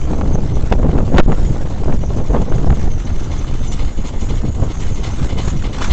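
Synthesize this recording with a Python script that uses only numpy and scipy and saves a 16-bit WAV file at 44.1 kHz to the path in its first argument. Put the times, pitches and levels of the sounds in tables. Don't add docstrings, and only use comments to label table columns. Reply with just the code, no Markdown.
import sys
import numpy as np
from scipy import signal
from scipy.fft import rfft, irfft, next_fast_len
from scipy.io import wavfile
from scipy.ndimage import uniform_filter1d, map_coordinates

SR = 44100
rng = np.random.default_rng(int(sys.argv[2]) if len(sys.argv) > 2 else 0)


def decibels_to_gain(level_db):
    exponent = np.asarray(level_db, float) / 20
    return 10 ** exponent


def digitize_waveform(pressure):
    field = np.atleast_2d(pressure).T
    bounded = np.clip(field, -1, 1)
    quanta = np.round(bounded * 32767).astype(np.int16)
    wavfile.write(sys.argv[1], SR, quanta)


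N = 261072

# beat_s, level_db, sizzle_db above the beat
CLEAR_BEATS = [(3.385, -39, -10), (3.875, -40, -10), (4.37, -40, -10), (4.455, -39, -10), (4.87, -38, -8),
               (.33, -43, -7), (.485, -39.5, -14), (.553, -41, -7), (.89, -42, -8), (2.09, -41.5, -8),
               (2.575, -45, -8), (1.936, -45, 1), (2.011, -43, -7), (2.257, -42, -4), (2.406, -39, -9.5),
               (2.745, -39, -5), (3.067, -37, -16), (3.227, -39, -2), (3.311, -34.5, -10),
               (3.471, -36.5, -10), (3.546, -41.5, -2), (3.629, -33.5, -9), (3.717, -32.5, -4.5),
               (3.791, -33, -17.5), (3.969, -37.5, -14), (4.049, -34, -8), (4.202, -36, -1.5),
               (4.288, -34.5, -13), (4.701, -37, -16), (4.805, -35.5, -6), (4.959, -35, -2.5),
               (5.038, -28, -7.5), (5.137, -38.5, -3.5), (5.218, -37.5, -23), (5.295, -32, -13),
               (5.377, -27.5, -10), (5.64, -31, -15), (5.732, -33, -6), (5.814, -27.5, -6.5),
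               (5.903, -26.5, -13.5), (5.563, -38, -7), (5.47, -36, -6)]


def unit(x):
    return x / np.sqrt(np.mean(x ** 2) + 1e-20)


def curves(rows):
    s, *cols = np.transpose(rows)
    return [np.interp(np.arange(N) / SR, s, c) for c in cols]


def wobble(rate_hz):
    knots = rng.standard_normal(int(N * rate_hz / SR) + 4)
    return map_coordinates(knots, [np.arange(N) * rate_hz / SR])


def filtered(x, response):
    m = next_fast_len(len(x) + min(8192, 4 * len(x)))
    return irfft(rfft(x, m) * response(np.fft.rfftfreq(m, 1 / SR)), m)[:len(x)]


def colour(points):
    f, db = np.transpose(points)
    return lambda hz: decibels_to_gain(np.interp(np.log(hz + .1), np.log(f), db, -120, -120))


def rush(response, lumps=1.0):
    return unit(filtered(lumps * rng.standard_normal(N), response))


def even(x, seconds):
    return x / np.sqrt(np.abs(uniform_filter1d(x ** 2, size=round(seconds * SR))) + 1e-3)


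def patchy(x, depth_db):
    z = signal.stft(x, nperseg=512)[2]
    field = uniform_filter1d(rng.standard_normal(z.shape), size=5, axis=0)
    field = uniform_filter1d(field, size=6, axis=1)
    return unit(signal.istft(z * decibels_to_gain(depth_db * unit(field)), nperseg=512)[1][:N])


def bump(s, half_s):
    return np.exp(-((np.arange(0, N + 64, 64) / SR - s) / half_s) ** 2)


def smooth(coarse):
    return np.interp(np.arange(N) / 64, np.arange(len(coarse)), coarse)


def eddies():
    # time_s, level_db about its mean
    wind_strength = [(0.0, -5.7), (0.1, 3.5), (0.35, 2.5), (0.65, -1.5), (0.85, 6.5), (1.1, 8), (1.4, -0.3),
                     (1.7, 4), (2.0, -0.1), (2.4, 5.5), (2.8, 0.2), (3.1, -2), (3.6, -3), (4.0, -2),
                     (4.4, -3), (4.9, -2), (5.4, -1), (5.92, -2)]
    # peak_s, half_length_s, level_db, eddy_size (0 large - 3 and above fine)
    gusts_and_lulls = [(0.701, 0.026, -10, 2.9), (0.727, 0.014, 33, 3.58), (1.072, 0.069, -10.5, 2.9),
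                       (1.146, 0.015, 12.5, 1.3), (1.193, 0.019, 18.5, 1.6), (1.242, 0.036, -28, 2.5),
                       (1.288, 0.066, 12, 2.5), (1.351, 0.0097, -14, 2.6), (1.703, 0.11, -8, 1.8),
                       (1.903, 0.04, 11, 2.75), (1.99, 0.014, -17, 3.1), (2.071, 0.01, -14, 2.6),
                       (2.271, 0.034, -12, 1.76), (2.356, 0.021, 15, 3.2), (2.473, 0.029, -13.5, 1.1),
                       (2.682, 0.028, 7.5, 3.3), (2.914, 0.013, -9, 1.7), (2.987, 0.013, -13, 1.5),
                       (3.318, 0.021, 22, 3.8), (3.93, 0.039, -12.5, 1.17), (4.146, 0.017, 9.5, 3.15),
                       (4.325, 0.064, 7.5, 2.1), (4.367, 0.022, -10, 2.5), (4.461, 0.024, 11.5, 2.27),
                       (4.64, 0.028, 8, 2.3), (2.45, 0.0083, -13, 2.7), (2.877, .008, 9.5, 2.7),
                       (.77, .009, -12, 2.6), (1.847, .007, -12, 2.7), (4.355, .008, -8, 2.8),
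                       (4.756, 0.033, -3.5, 2.3), (5.372, 0.048, 7, 2.8), (5.588, 0.03, -12.5, 3.0),
                       (5.747, 0.048, -11.5, 0.18), (5.803, 0.039, 6.5, 3.2),
                       (0.337, 0.037, 10, 0.74), (0.433, 0.044, 4, 0.083), (0.55, .05, 5.5, 1.08),
                    (0.712, 0.022, -10, .9), (0.797, 0.12, 3.5, 0.42), (1.274, 0.072, 5.5, 0.083),
                    (1.443, 0.05, 9.5, 0.093), (1.511, 0.017, 14, 0.96), (1.558, 0.026, -8, 1.014),
                    (1.933, 0.088, 6.5, 0.12), (2.197, 0.024, 10, 3.7), (2.304, 0.011, 12.5, 1),
                    (2.37, 0.044, 4.5, 0.094), (2.526, 0.023, 9, 1.5), (2.694, 0.037, 13.5, 0.84),
                    (2.904, 0.086, 9, 0.08), (3.057, 0.031, -3, .1), (3.84, 0.08, 7, .1),
                    (4.008, 0.018, 5, 0.53), (4.09, 0.037, -10, 0.65), (4.35, 0.019, 8.5, 0.089),
                    (4.617, 0.019, 9, 1.1), (4.692, 0.06, -6.5, .1), (4.86, 0.025, 6, 0.65),
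                    (5.162, 0.14, -4, 0.092), (5.228, 0.022, 10.5, 1.04), (5.567, 0.035, 5.5, 1.4),
                    (5.92, 0.022, 18, 0.34), (0.232, 0.02, 3, 2), (0.989, 0.016, 5, 2)]
    # eddy_size, mean_level_db, gain_db per dB of wind
    layers = [
        (0, -13, 0.25),
        (1.001, -18.5, 0.43),
        (2, -25, 1.25),
        (3, -34.5, 1.5),
    ]
    size_reach = 1.076
    strength_db, = curves(wind_strength)
    gusts = [(db * bump(s, half_s), size) for s, half_s, db, size in gusts_and_lulls]
    levels_db = []
    for own_size, mean_db, grows in layers:
        lift_db = sum(g * np.exp(-((size - own_size) / size_reach) ** 2) for g, size in gusts)
        levels_db.append(mean_db + grows * strength_db + smooth(lift_db))
    return levels_db


def wind():
    # freq_hz, density_db per Hz
    heave_spectrum = [(1, -34.5), (4, -26.5), (8, -0.5), (16, -7), (28, -13.5), (60, -32)]
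    buffet_spectrum = [(10, -54.5), (28, -2), (60, -0.5), (130, -9.5), (260, -28), (600, -72)]
    flutter_spectrum = [(50, -23), (130, -3), (250, -6.5), (500, -16), (900, -30.5), (2000, -77.5)]
    tearing_spectrum = [(200, -45), (500, 0.5), (900, -4.5), (1700, -24), (3500, -36.5), (8000, -55)]
    travel = .63
    heave_db, buffet_db, flutter_db, tearing_db = eddies()
    spit, flick = wobble(55), wobble(170)
    heave = rush(colour(heave_spectrum))
    buffet = rush(colour(buffet_spectrum), decibels_to_gain(1.6 * spit))
    flutter = rush(colour(flutter_spectrum), decibels_to_gain(2.6 * spit + 1.85 * flick))
    tearing = rush(colour(tearing_spectrum), decibels_to_gain(2.8 * spit + 3.5 * flick))
    heave = decibels_to_gain(heave_db - 2) * even(heave, seconds=0.57)
    buffet = decibels_to_gain(buffet_db) * even(buffet, seconds=.16)
    flutter = decibels_to_gain(flutter_db - 0.9) * even(flutter, seconds=0.08)
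    tearing = decibels_to_gain(tearing_db - 6.0) * even(tearing, seconds=0.064)
    suction = filtered(decibels_to_gain(flutter_db + 5.5 + 1.6 * spit), lambda hz: 1j * hz / (5 + 1j * hz))
    swing = travel * np.tanh((heave + buffet - suction) / travel)
    return swing + flutter + tearing


def slaps():
    # start_s, length_s, level_db, corner_hz
    whips = [(0.209, 0.019, -18, 810), (.721, 0.012, -12, 1050), (.7245, .005, -12, 1600),
             (0.733, 0.0088, -18.5, 1100), (1.171, .008, -6, 1010), (1.18, 0.0087, -7, 910),
             (2.364, .008, -25, 670), (0.978, 0.015, -19, 1030), (1.159, 0.025, -18, 800),
             (1.175, 0.042, -4, 1090), (1.319, 0.005, -12, 1100), (1.326, .012, -20, 650),
             (.131, .008, -22, 900), (.828, .01, -21, 900), (.912, .01, -24, 700), (2.724, .01, -22, 900),
             (1.194, .016, -12, 1200), (1.147, .01, -15.5, 850), (4.63, 0.028, -27, 670),
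             (1.922, 0.016, -20, 690), (2.033, .014, -22.5, 480), (2.193, 0.017, -21.5, 590),
             (2.582, 0.0074, -21, 800), (3.1, 0.0072, -24, 660), (2.686, 0.0123, -18, 630),
             (1.182, .012, -9, 1500), (1, .016, -18.5, 470), (0.32, 0.021, -25.5, 560),
             (0.25, 0.018, -21, 530), (4.447, 0.0089, -26, 550), (2.352, 0.03, -25.5, 560),
             (2.521, 0.019, -19.5, 873), (2.703, 0.0069, -16, 810), (3.3, .01, -34, 900),
             (4.66, 0.011, -30, 540)]
    # peak_s, peak_db, direction (+1 in, -1 out)
    spits = [(0.1345, -13, 1), (0.2118, -12.5, 1), (0.2596, -16.6, 1), (0.3106, -18.2, 1),
             (0.3559, -11.5, 1), (0.3876, -16.9, 1), (0.5704, -13.5, 1), (0.7253, -3.6, -1),
             (0.738, -12.5, 1), (0.782, -19.7, -1), (0.799, -16, 1), (0.831, -14, 1), (0.8496, -12, -1),
             (0.865, -13, 1), (0.8935, -15.6, -1), (0.9313, -15.1, -1), (0.953, -15.6, 1),
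             (0.9873, -9.6, 1), (1.0791, -15, 1), (1.144, -6, 1), (1.2636, -21.4, -1), (1.2829, -15.6, 1),
             (1.3266, -14.6, 1), (1.3839, -17.5, -1), (1.5646, -17.6, -1), (1.6744, -19.5, 1),
             (1.7068, -19.1, 1), (1.8364, -15.5, 1), (1.8593, -16, -1), (1.8959, -11.4, -1),
             (1.9284, -16, -1), (2.0394, -19, -1), (2.1055, -16, -1), (2.1723, -13.5, -1),
             (2.188, -17.2, -1), (2.3076, -15.5, 1), (2.3357, -15, 1), (2.349, -9, 1), (2.3661, -8.8, 1),
             (2.4184, -14, 1), (2.5304, -13.0, 1), (2.6454, -15.3, 1), (2.6879, -17, 1), (2.702, -11, -1),
             (2.7279, -15, -1), (2.7722, -17.9, 1), (2.8797, -17, -1), (3.5131, -21, -1), (3.7174, -21, -1),
             (4.341, -19.7, 1), (4.4363, -20.1, -1), (4.4531, -20, 1), (4.5989, -20.2, -1),
             (4.6362, -19.2, 1), (4.6786, -21, -1), (5.0524, -20.5, 1), (5.3935, -19, 1), (5.4793, -19, 1),
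             (5.6546, -20.1, 1), (5.8218, -16.5, 1)]
    # start_s, length_s, pressure
    pushes = [(.714, .008, -1.6), (.729, .012, .3), (.455, .007, -.35), (.536, .006, .35),
              (.634, .007, -.4), (.757, .022, .33), (4.595, .006, -.3), (4.622, .004, .5),
              (4.627, .003, -.3), (4.675, .007, -.25), (4.338, .02, .2), (5.477, .005, -.4),
              (.815, .022, -.35), (.888, .012, .4), (.938, .012, -.35), (1.165, .025, -.25),
              (1.19, .022, .55), (1.21, .023, 2.2), (1.228, .014, .3), (1.244, .02, -.3),
              (1.261, .017, -1.8), (1.319, .008, -.6), (1.338, .02, .15), (2.384, .01, .35),
              (2.89, .014, .3), (2.524, .012, -.6), (2.683, .014, -.5)]
    snap_half_s, snap_db, rebound, spray_db = .0004, 4, 0.28, -14.5
    out = np.zeros(N)
    air = rng.standard_normal(N) * decibels_to_gain(3.6 * wobble(390))
    sprays = [(s - .002, .012, db + spray_db, 600) for s, db, _ in spits]
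    for s, length_s, db, corner_hz in whips + sprays:
        k, n = round(s * SR), round(length_s * SR)
        jet = filtered(air[k:k + n], lambda hz: 1j * hz / (200 + 1j * hz) / (1 + 1j * hz / corner_hz) ** 2.52)
        u = np.arange(n) / n
        out[k:k + n] += decibels_to_gain(db) * (unit(jet) - .8) * np.minimum(1, 7 * u) * (1 - u ** 1.11)
    t = np.abs(np.arange(-200, 200)) / SR / snap_half_s
    snap = (1 + rebound) * np.exp(-t ** 1.6) - rebound * np.exp(-(t / 5) ** 2)
    for s, db, direction in spits:
        out[round(s * SR) - len(t) // 2:][:len(t)] += np.sign(direction) * decibels_to_gain(db + snap_db) * snap
    for s, length_s, pressure in pushes:
        k, n = round(s * SR), round(length_s * SR)
        out[k:k + n] += pressure * signal.windows.tukey(n, .4)
    return out


def leak():
    # time_s, centre_hz, level_db
    hiss_path = [(0, 6133, -41), (.3, 6400, -51), (.55, 6210, -55.5), (.99, 6600, -53.5),
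                 (1.43, 7060, -44.5), (1.61, 6030, -50.5), (1.9, 6600, -55), (2.08, 6096, -44.5),
                 (2.44, 6350, -49), (2.74, 6430, -43), (3.2, 6170, -47), (3.72, 6310, -43),
                 (3.95, 6800, -43), (4.65, 6700, -43.5), (5.2, 6250, -45.5), (5.47, 6990, -36),
                 (5.68, 6120, -48), (5.92, 6210, -35)]
    # peak_s, level_db
    spurts = [(.05, 5), (.35, 16.5), (.56, 19), (1.19, 19), (3.21, 7), (3.33, 7), (3.68, 8.5), (3.73, 2),
              (3.99, 5), (4.22, 6), (4.7, -15), (4.735, 3), (4.95, 7), (5.03, -6), (5.065, -1), (5.23, 8),
              (5.55, -14), (5.68, -11), (5.75, 0)]
    spurt_half_s, stroke_db, stroke_lag_s = 0.017, -0.5, .02
    centre_hz, db = curves(hiss_path)
    change_db = sum(spurt_db * bump(s, spurt_half_s) for s, spurt_db in spurts)
    for s, *_ in CLEAR_BEATS:
        stroke = 2 * bump(s + stroke_lag_s, spurt_half_s) - 1 / 2
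        change_db = change_db + stroke_db * stroke * bump(s, 3 * spurt_half_s)
    db = db + smooth(change_db)
    narrow = lambda hz: 1 / (1 + (hz / 240) ** 2)
    band = 0
    for offset_hz, twin_db in ((-60, 1.0), (621.5, -5)):
        phase = 2 * np.pi * np.cumsum(centre_hz + offset_hz + 110 * wobble(11)) / SR
        fuzzy = rush(narrow) * np.cos(phase) + rush(narrow) * np.sin(phase)
        band = band + decibels_to_gain(twin_db + 2.3 * wobble(20)) * fuzzy
    return decibels_to_gain(db - 5.0 + 2.4 * wobble(90)) * patchy(band, depth_db=3.0)


def gear():
    # time_s, level_db
    clatter = [(0.0, -41.5), (0.74, -44.5), (1.02, -40.5), (2.14, -44), (2.34, -43.5), (3.17, -41.5),
               (3.74, -42.5), (4.17, -41.5), (4.48, -46), (4.75, -37.5), (4.95, -41), (5.24, -36.5),
               (5.67, -38.5), (5.84, -32), (5.92, -38.5)]
    # freq_hz, density_db per Hz
    rattle_spectrum = [(300, -30.5), (700, 7), (1300, 6), (2150, -1), (3200, -2.5), (4800, -6.5),
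                       (6500, -7), (9600, -5.5)]
    level_db, = curves(clatter)
    rattle = rush(colour(rattle_spectrum), decibels_to_gain(2.8 * wobble(200)))
    return decibels_to_gain(level_db + 0.5 + 2.27 * wobble(14)) * patchy(rattle, depth_db=2.5)


def beats():
    first_s, beat_s, slowing_s = -.0511, .0781, .0000448
    k = np.arange(75)
    times_s = first_s + beat_s * k + slowing_s * k ** 2
    luck = rng.standard_normal((len(k), 2))
    level_db = -49 + 1.27 * times_s + 1.5 * luck[:, 0]
    sizzle_db = -52 + .6 * times_s + 2.0 * luck[:, 1] - level_db
    clear_s = np.transpose(CLEAR_BEATS)[0]
    soft = [tuple(row) for row in np.transpose([times_s, level_db, sizzle_db])
            if 0 < row[0] < N / SR and np.abs(clear_s - row[0]).min() > beat_s / 2]
    return soft + CLEAR_BEATS


def exhaust():
    # centre_hz, width_hz, level_db
    chimney = [(760, 400, 1), (1240, 260, 1), (2100, 170, 3), (3000, 220, 1), (3520, 200, 0),
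               (4150, 260, -2), (5000, 900, -11)]
    # freq_hz, density_db per Hz
    sizzle_spectrum = [(3000, -36), (4600, -14), (6000, 0), (7400, -2), (9600, -5.5)]
    rise_s, fade_60db_s = 0.016, 0.23
    t = np.arange(SR // 5) / SR
    puff = (1 - np.exp(-(t / rise_s) ** 2)) * decibels_to_gain(-60 * t / fade_60db_s)
    roar, hiss = np.zeros(N + SR), np.zeros(N + SR)
    for s, db, sizzle_db in beats():
        k = round(max(s - .011, 0) * SR)
        roar[k:][:len(t)] += decibels_to_gain(db + 5.0) * puff
        hiss[k:][:len(t)] += decibels_to_gain(db + sizzle_db + 5.5) * puff

    def pipe(f):
        return sum((-1) ** k * decibels_to_gain(db) * 1j * f * w / (c * c - f * f + 1j * f * w)
                   for k, (c, w, db) in enumerate(chimney))

    ragged = decibels_to_gain(1.8 * wobble(230))
    ringing = patchy(rush(pipe, ragged), depth_db=0.5)
    sizzling = patchy(rush(colour(sizzle_spectrum), ragged), depth_db=5.5)
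    return roar[:N] * ringing + hiss[:N] * sizzling


def scene():
    return (wind() + slaps() + leak() + gear() + exhaust())[None]


def low_pass(x):
    return signal.sosfilt(signal.butter(12, 15900, fs=SR, output="sos"), x)


def record(dry):
    # freq_hz, gain_db
    band_edge = [(7000, 0), (7500, -2), (8000, -8), (8400, -15), (8750, -25), (9000, -38), (9250, -66),
                 (9500, -100)]
    ceiling, full_scale = .69, .697
    grit_db, grit_top = -7, .008
    clipped = np.clip(dry[0], -ceiling, ceiling)
    slope = uniform_filter1d(np.abs(np.gradient(clipped)), size=40)
    grit_level = decibels_to_gain(grit_db) * grit_top * np.tanh(slope / grit_top)
    grit = grit_level * np.gradient(rng.standard_normal(N))
    narrow = filtered(clipped + grit, colour([(.01, 0)] + band_edge))
    return low_pass(np.clip(narrow, -full_scale, full_scale)[None])


dry = scene()
out = record(dry)
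digitize_waveform(out)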